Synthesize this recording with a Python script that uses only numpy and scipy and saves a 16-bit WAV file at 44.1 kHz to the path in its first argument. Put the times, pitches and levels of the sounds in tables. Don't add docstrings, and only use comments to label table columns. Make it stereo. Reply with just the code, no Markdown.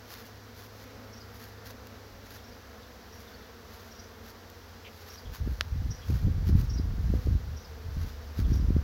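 import sys
import numpy as np
from scipy import signal
from scipy.fft import rfft, irfft, next_fast_len
from scipy.io import wavfile
from scipy.ndimage import uniform_filter1d, map_coordinates

SR = 44100
rng = np.random.default_rng(int(sys.argv[2]) if len(sys.argv) > 2 else 0)


def unload_audio(sound):
    columns = np.transpose(np.atleast_2d(sound))
    steps = np.round(np.clip(columns, -1, 1) * 32767)
    wavfile.write(sys.argv[1], SR, steps.astype(np.int16))


N = 389799
T = np.arange(N) / SR

# (multiple of the wingbeat [1], relative level [dB])
BUZZ_HARMONICS = [(1, -0.5), (2, 1), (3, -5.5), (4, -9), (6, -7), (8, -8.5), (12, -21.5)]
# (time [s], level [dB])
SWARM_LEVEL = [(0, -52), (1.2, -51), (2.2, -52.5), (3.4, -52.5), (4.4, -54.5), (5.5, -55), (8.84, -52)]
# (time [s], level [dB])
BREEZE_LEVEL = [(0, -74), (4.9, -68), (5.48, -51), (5.62, -35), (5.95, -50), (6.3, -37), (7.15, -55),
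                (7.7, -45), (8.84, -43.5)]
# (start [s], length [s], left level [dB], right level [dB])
GUSTS = [(2.128, 0.02, -44.5, -70), (5.266, 0.045, -60, -32), (5.411, 0.12, -55, -23),
         (5.725, 0.18, -43, -22.5), (5.99, 0.03, -40, -46), (6.094, 0.072, -48, -18),
         (6.234, 0.045, -62, -14.5), (6.297, 0.64, -54, -22), (6.477, 0.12, -45, -16),
         (6.98, 0.015, -34, -20), (7.036, 0.14, -54, -18.5), (7.266, 0.095, -38, -16.5),
         (7.432, 0.12, -30.5, -38.5), (7.867, 0.035, -34, -29.5), (7.963, 0.082, -49, -24),
         (8.396, 0.15, -47, -17), (8.541, 0.25, -36, -17.5)]
# (frequency [Hz], relative density [dB])
RUMBLE_SPECTRUM = [(12, -47), (25, -21), (45, 0.5), (75, 1.5), (110, -9.5), (170, -19.5), (300, -40),
                   (600, -53), (1200, -97)]
# (time [s], relative peak [dB], Gaussian width [s])
BUFFETS = [(5.476, -17.5, 0.00065), (6.1021, -15.5, 0.00077), (6.2825, -15, 0.00079),
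           (6.4947, -12.5, 0.00081), (6.5528, -4, 0.0013), (6.798, -16.5, 0.00079), (7.139, -14, 0.0005),
           (7.2719, -16, 0.00058), (8.392, -15.5, 0.00086), (8.52, -15, 0.0008), (8.706, -11, 0.00075),
           (8.766, -13.5, 0.00061)]
# (frequency [Hz], relative level [dB])
SNAP_SPECTRUM = [(300, -20), (800, -21), (1250, -2), (1700, 0.5), (2400, -11), (3400, -4.5), (5500, -9),
                 (7000, -19), (8000, -35), (11800, -21), (13000, -56), (15800, -60)]
# (start [s], length [s], relative treble level [dB], body over treble [dB])
SWISHES = [(0.045, 0.28, -55.5, -1.5), (0.552, 0.12, -59, -1.5), (0.687, 0.23, -64.5, 0.5),
           (1.33, 0.19, -57, -3), (1.655, 0.053, -56.5, -1), (2.223, 0.21, -61, 0), (3.09, 0.25, -66, -3),
           (3.642, 0.31, -63.5, 0.5), (4.252, 0.065, -60, -0.5), (4.9, 0.36, -61, 0.5),
           (5.321, 0.07, -58, -0.5), (5.416, 0.26, -66, -2), (6.029, 0.24, -58, 0), (6.467, 0.026, -58, 0),
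           (6.544, 0.11, -60, -1.5), (6.91, 0.49, -66, 2), (7.907, 0.25, -63, 2), (8.367, 0.049, -58, 0.5),
           (8.468, 0.12, -60.5, 1.5)]
# (frequency [Hz], relative density [dB])
SWISH_SPECTRUM = [(300, -12), (700, 7.5), (1600, 10.5), (2700, 4.5), (5000, 9), (6500, 6), (8500, -12),
                  (11500, 4.5), (15800, 3.5)]
# (time [s], relative level [dB])
STALK_SNAPS = [(0.84, -41), (1.4398, -35), (1.6724, -36), (1.8704, -35.5), (4.5002, -37), (6.613, -35),
               (8.557, -40)]
# (delay [s], length [s], pitch [Hz], sweep [Hz], relative level [dB])
CALL_NOTES = [(0, 0.026, 5604, 200, 2), (0.034, 0.037, 5720, -2, -1.5), (0.075, 0.03, 4950, -400, -2.5)]
# (time [s], relative level [dB], swell [dB/s], pitch shift [Hz])
CALLS = [(1.125, -54.5, 35, -62), (2.435, -58, -15, -120), (3.12, -56.5, -70, 28), (3.906, -56.5, 0, -46),
         (3.987, -52.5, -160, 226), (5.094, -50.5, 0, -36), (5.903, -44.5, -220, 100),
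         (6.692, -47.5, -18, -53), (7.562, -53, -13, 100), (8.524, -50, -130, -60)]
# (time [s], pitch [Hz], relative level [dB])
PEEPS = [(2.37, 3400, -61), (2.82, 3700, -61), (3.265, 3600, -61), (3.331, 4330, -59), (3.41, 3480, -61),
         (5.247, 3310, -58), (6.013, 3280, -56), (8.433, 3400, -60)]
# (time [s], firing rate [Hz], level [dB])
ENGINE_FIRING = [(0, 103.2, -54.5), (1.7, 103.3, -53), (2.75, 98.8, -58), (2.95, 94.4, -62), (3.5, 93, -58),
                 (4.4, 90, -55), (6.5, 83.3, -51), (7.8, 76, -48), (8.84, 68.6, -39.5)]
# (frequency [Hz], relative density [dB])
AIR_SPECTRUM = [(15, -40), (30, -12.5), (62, 0), (90, -2.5), (135, -13), (330, -12), (600, -13),
                (1000, -13), (1600, -13.5), (2500, -20.5), (4000, -20), (5800, -20), (8900, -40.5),
                (11500, -29.5), (15800, -27.5)]
# (frequency [Hz], signed coherence [1])
AIR_COHERENCE = [(480, 0.94), (640, 0.49), (1400, -0.29), (3000, 0.016)]
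# (frequency [Hz], left minus right [dB])
PORT_SHADING = [(380, -.5), (800, -1.5), (1400, -6.5), (2700, 2), (4600, -6.5), (7500, 6.5), (10000, -2.5),
                (15000, 0.5)]


def bees(count=32, wingbeat_hz=231.8, spread=.085, wander=.027, flutter=0.007035, swing_db=5.5):
    hum, cycle = np.zeros((2, N)), np.arange(1024) / 1024
    multiples = np.arange(1, 13)[:, None]
    strengths = amp(read(BUZZ_HARMONICS, multiples))
    for rank in (np.arange(count) + .5) / count:
        pace = np.log(rank / (1 - rank)) / 2
        hz = wingbeat_hz * (1 + spread * pace + wander * drift(3) + flutter * drift(35))
        turns = np.cumsum(hz) / SR
        stroke = (strengths * np.sin(2 * np.pi * (multiples * cycle + rng.random(multiples.shape)))).sum(0)
        nearness = amp(swing_db * np.clip(drift(4), -2, 2))
        lag = 0.048 * drift(0.689)
        for port, side in enumerate((-1, 1)):
            index = ((turns + side * lag) * len(cycle)).astype(int) % len(cycle)
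            hum[port] += nearness * stroke[index]
    return amp(np.interp(T, *np.transpose(SWARM_LEVEL))) * unit(hum)


def passing_bee(closest_s=7.19, span_s=0.063, wingbeat_hz=252, doppler=.012, left_db=-46.5, right_db=-56):
    place = (T - closest_s) / span_s
    hz = wingbeat_hz * (1 - doppler * np.tanh(place) + 0.00403 * drift(30))
    turns = np.cumsum(hz) / SR
    buzz = sum(amp(read(BUZZ_HARMONICS, k)) * np.sin(2 * np.pi * (k * turns + rng.random())) / np.sqrt(k)
               for k in range(1, 9))
    return amp([[left_db], [right_db]]) * unit(buzz) / (1 + place ** 2)


def wind(eddies_per_s=18, eddy_gain_db=-2.5, eddy_width_s=0.00099, buffet_gain_db=-1, right_gain_db=-1):
    left_db, right_db = flow()
    t = T[:880] - T[440]
    eddies = sprinkle(eddies_per_s) * amp(right_db + eddy_gain_db)
    pulses = signal.oaconvolve(eddies, np.exp(-.5 * (t / eddy_width_s) ** 2), "same")
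    for s, db, width in BUFFETS:
        add(pulses, s + t[0], amp(db + buffet_gain_db) * np.exp(-.5 * (t / width) ** 2))
    pulses = 2 * band(pulses, 46, "highpass")
    return np.array([rumble(left_db), amp(right_gain_db) * rumble(right_db) + pulses])


def flow(rise_db_per_s=700, fall_db_per_s=350):
    power = amp(np.interp(T, *np.transpose(BREEZE_LEVEL))) ** 2
    for s, length, left_db, right_db in GUSTS:
        below_db = rise_db_per_s * np.maximum(s - T, 0) + fall_db_per_s * np.maximum(T - s - length, 0)
        gust = amp([[left_db], [right_db]]) * amp(-np.minimum(below_db, 100))
        power = power + gust ** 2
    return 10 * np.log10(power)


def rumble(level_db, flutter_db=-15, growth=0.95):
    large = unit(colour(rng.standard_normal(N), RUMBLE_SPECTRUM))
    local_power = uniform_filter1d(uniform_filter1d(large ** 2, size=1500), size=1500)
    large /= np.sqrt(local_power + .02)
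    small = rng.standard_normal(N) * np.exp(np.clip(large, -2, 2))
    small = unit(band(band(small, 200, "highpass"), 239, "lowpass", order=4))
    return amp(level_db) * (large + amp(flutter_db + growth * (level_db + 10.5)) * small)


def handling(housing_hz=(2170, 3320)):
    return click(housing_hz) + scuff(housing_hz)


def click(ring_hz, at_s=5.6099, left_db=-17, right_db=0.4, knock_hz=650, knock_t60=0.016, knock_db=-27):
    out, tap = np.zeros((2, N)), np.zeros(N)
    tap[round(at_s * SR)] = 1
    ring, snap = band(tap, ring_hz, "bandpass"), colour(tap, SNAP_SPECTRUM)
    for port, (sound, db) in enumerate([(ring, left_db), (snap, right_db)]):
        out[port] = amp(db) * yard(sound / abs(sound).max(), t60=0.057, wet_db=-20)[port]
    t = T[:2000]
    add(out[0], at_s, amp(knock_db - 60 * t / knock_t60) * np.sin(2 * np.pi * knock_hz * t))
    return out


def scuff(ring_hz, at_s=4.835, length_s=0.065, level_db=-46.5):
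    out = np.zeros((2, N))
    friction = band(rng.standard_normal(SR), ring_hz, "bandpass")[:int(length_s * SR)]
    add(out[0], at_s, amp(level_db) * unit(friction * signal.windows.tukey(len(friction), .8)))
    return out


def grass(rustle_db=-73, swish_db=3.3, grain_db=6, clump_db=2.5, split_hz=8000, crunch_db=-3, pan_db=-0.5):
    treble, body = np.full((2, N), amp(rustle_db))
    overhang_s = 0.028
    for s, length, db, body_db in SWISHES:
        stroke = amp(db) * unit(signal.windows.hann(int((length + 2 * overhang_s) * SR)))
        add(treble, s - overhang_s, stroke)
        add(body, s - overhang_s, amp(body_db) * stroke)
    ticks = stalks(treble)
    noise = rng.standard_normal((2, N))
    grains = unit(noise * amp(grain_db * np.clip(rng.standard_normal((2, N)), -3, 3)))
    clumps = grains * amp(swish_db + clump_db * (drift(45) + drift(400)))
    brush = treble * band(clumps, split_hz, "highpass", order=3)
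    brush += body * band(clumps, split_hz, "lowpass", order=3)
    crunch = amp(crunch_db) * (body / body.max()) ** 2 * band(brush, (750, 3000), "bandpass", order=1)
    crackle = colour(brush + crunch + ticks, SWISH_SPECTRUM) / np.std(colour(grains, SWISH_SPECTRUM))
    return amp([[pan_db / 2], [-pan_db / 2]]) * crackle


def stalks(force, ticks_per_s=24, gain_db=5, t60=0.011, highpass_hz=4500):
    snaps = sprinkle(ticks_per_s) * force * amp(gain_db)
    for s, db in STALK_SNAPS:
        snaps[round(s * SR)] = amp(db)
    burst = amp(-60 * T[:2000] / t60) * rng.standard_normal((2, 2000))
    ticks = signal.oaconvolve(snaps[None], burst, axes=1)[:, :N]
    return band(ticks, highpass_hz, "highpass", order=1)


def birds(arch_hz=220, rasp_hz=150, trill_hz=650, depth=0.56, gain_db=-2.5, peep_s=0.0343, fall_hz=450):
    song, quaver = np.zeros(N), drift(500)
    trill = 1 + depth * sine(trill_hz * (1 + .25 * drift(40)))
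    notes = [(s + delay, length, hz + shift_hz, sweep_hz, call_db + db + swell * delay)
             for s, call_db, swell, shift_hz in CALLS for delay, length, hz, sweep_hz, db in CALL_NOTES]
    notes += [(s, peep_s, hz, -fall_hz, db) for s, hz, db in PEEPS]
    for s, length, hz, sweep_hz, db in notes:
        place = np.linspace(-.5, .5, int(length * SR))
        arch = np.cos(np.pi * place)
        rasp = rasp_hz * quaver[int(s * SR):][:len(place)]
        pitch = hz + sweep_hz * place + arch_hz * (arch - np.pi / 4) + rasp
        add(song, s, amp(db + gain_db) * unit(arch * sine(pitch)))
    return yard(band(song * unit(trill), 5800, "lowpass", order=6), t60=0.33, wet_db=0.5)


def engine(drone_hz=72.4, drone_db=-62):
    s, hz, db = np.transpose(ENGINE_FIRING)
    note = unit(sine(np.interp(T, s, hz)))
    drone = unit(sine(drone_hz + 1.4 * drift(4.4)))
    return amp(np.interp(T, s, db)) * note + amp(drone_db + 1.6 * drift(2.54)) * drone


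def air(level_db=-50, swell_db=-0.24):
    size = next_fast_len(N, True)
    hz = np.fft.rfftfreq(size, 1 / SR)
    shared, separate = rfft(rng.standard_normal((2, size)))
    coherence = read(AIR_COHERENCE, hz)
    pair = np.array([shared, coherence * shared + np.sqrt(1 - coherence ** 2) * separate])
    noise = irfft(pair * amp(read(AIR_SPECTRUM, hz)), size)[:, :N]
    return amp(level_db + swell_db * drift(3.9)) * unit(noise)


def yard(x, t60, wet_db):
    t = T[:SR // 2]
    tail = rng.standard_normal((2, len(t))) * (rng.random((2, len(t))) < .05) * amp(-60 * t / t60)
    tail /= np.linalg.norm(tail, axis=1, keepdims=True)
    return x + amp(wet_db) * signal.fftconvolve(x[None], tail, axes=1)[:, :N]


def housing_shadow(x):
    return np.array([colour(x[port], [(hz, side * db / 2) for hz, db in PORT_SHADING])
                     for port, side in enumerate((1, -1))])


def amp(db):
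    return 10 ** (np.asarray(db) / 20)


def unit(x):
    return x / np.sqrt(np.mean(x ** 2) + 1e-20)


def sine(hz):
    return np.sin(2 * np.pi * np.cumsum(hz) / SR)


def read(points, hz):
    f, value = np.transpose(points)
    return np.interp(np.log(hz + 1e-3), np.log(f), value)


def colour(x, points):
    size = next_fast_len(x.shape[-1], True)
    gain = amp(read(points, np.fft.rfftfreq(size, 1 / SR)))
    return irfft(rfft(x, size) * gain, size)[..., :x.shape[-1]]


def band(x, hz, kind, order=2):
    return signal.sosfilt(signal.butter(order, hz, kind, fs=SR, output="sos"), x)


def drift(rate):
    knots = rng.standard_normal(8192)
    coarse = T[::32]
    return np.interp(T, coarse, map_coordinates(knots, [coarse * rate + 2], order=3, mode="wrap"))


def sprinkle(per_s):
    clicks, chance = np.zeros(N), rng.random(2048)
    at = ((np.arange(len(chance)) + chance) * SR / per_s).astype(int)
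    clicks[at[at < N]] = 1
    return clicks


def add(mix, s, sound):
    part = mix[..., max(round(s * SR), 0):][..., :sound.shape[-1]]
    part += sound[..., :part.shape[-1]]


def scene():
    surroundings = housing_shadow(bees() + air() + grass() + birds())
    return surroundings + passing_bee() + engine() + wind() + handling()


def record(dry):
    lowpass = signal.firwin(511, cutoff=15900, window=("kaiser", 9), fs=SR)
    return signal.oaconvolve(np.clip(dry, -1, 1), lowpass[None], "same", axes=1)


dry = scene()
out = record(dry)
unload_audio(out)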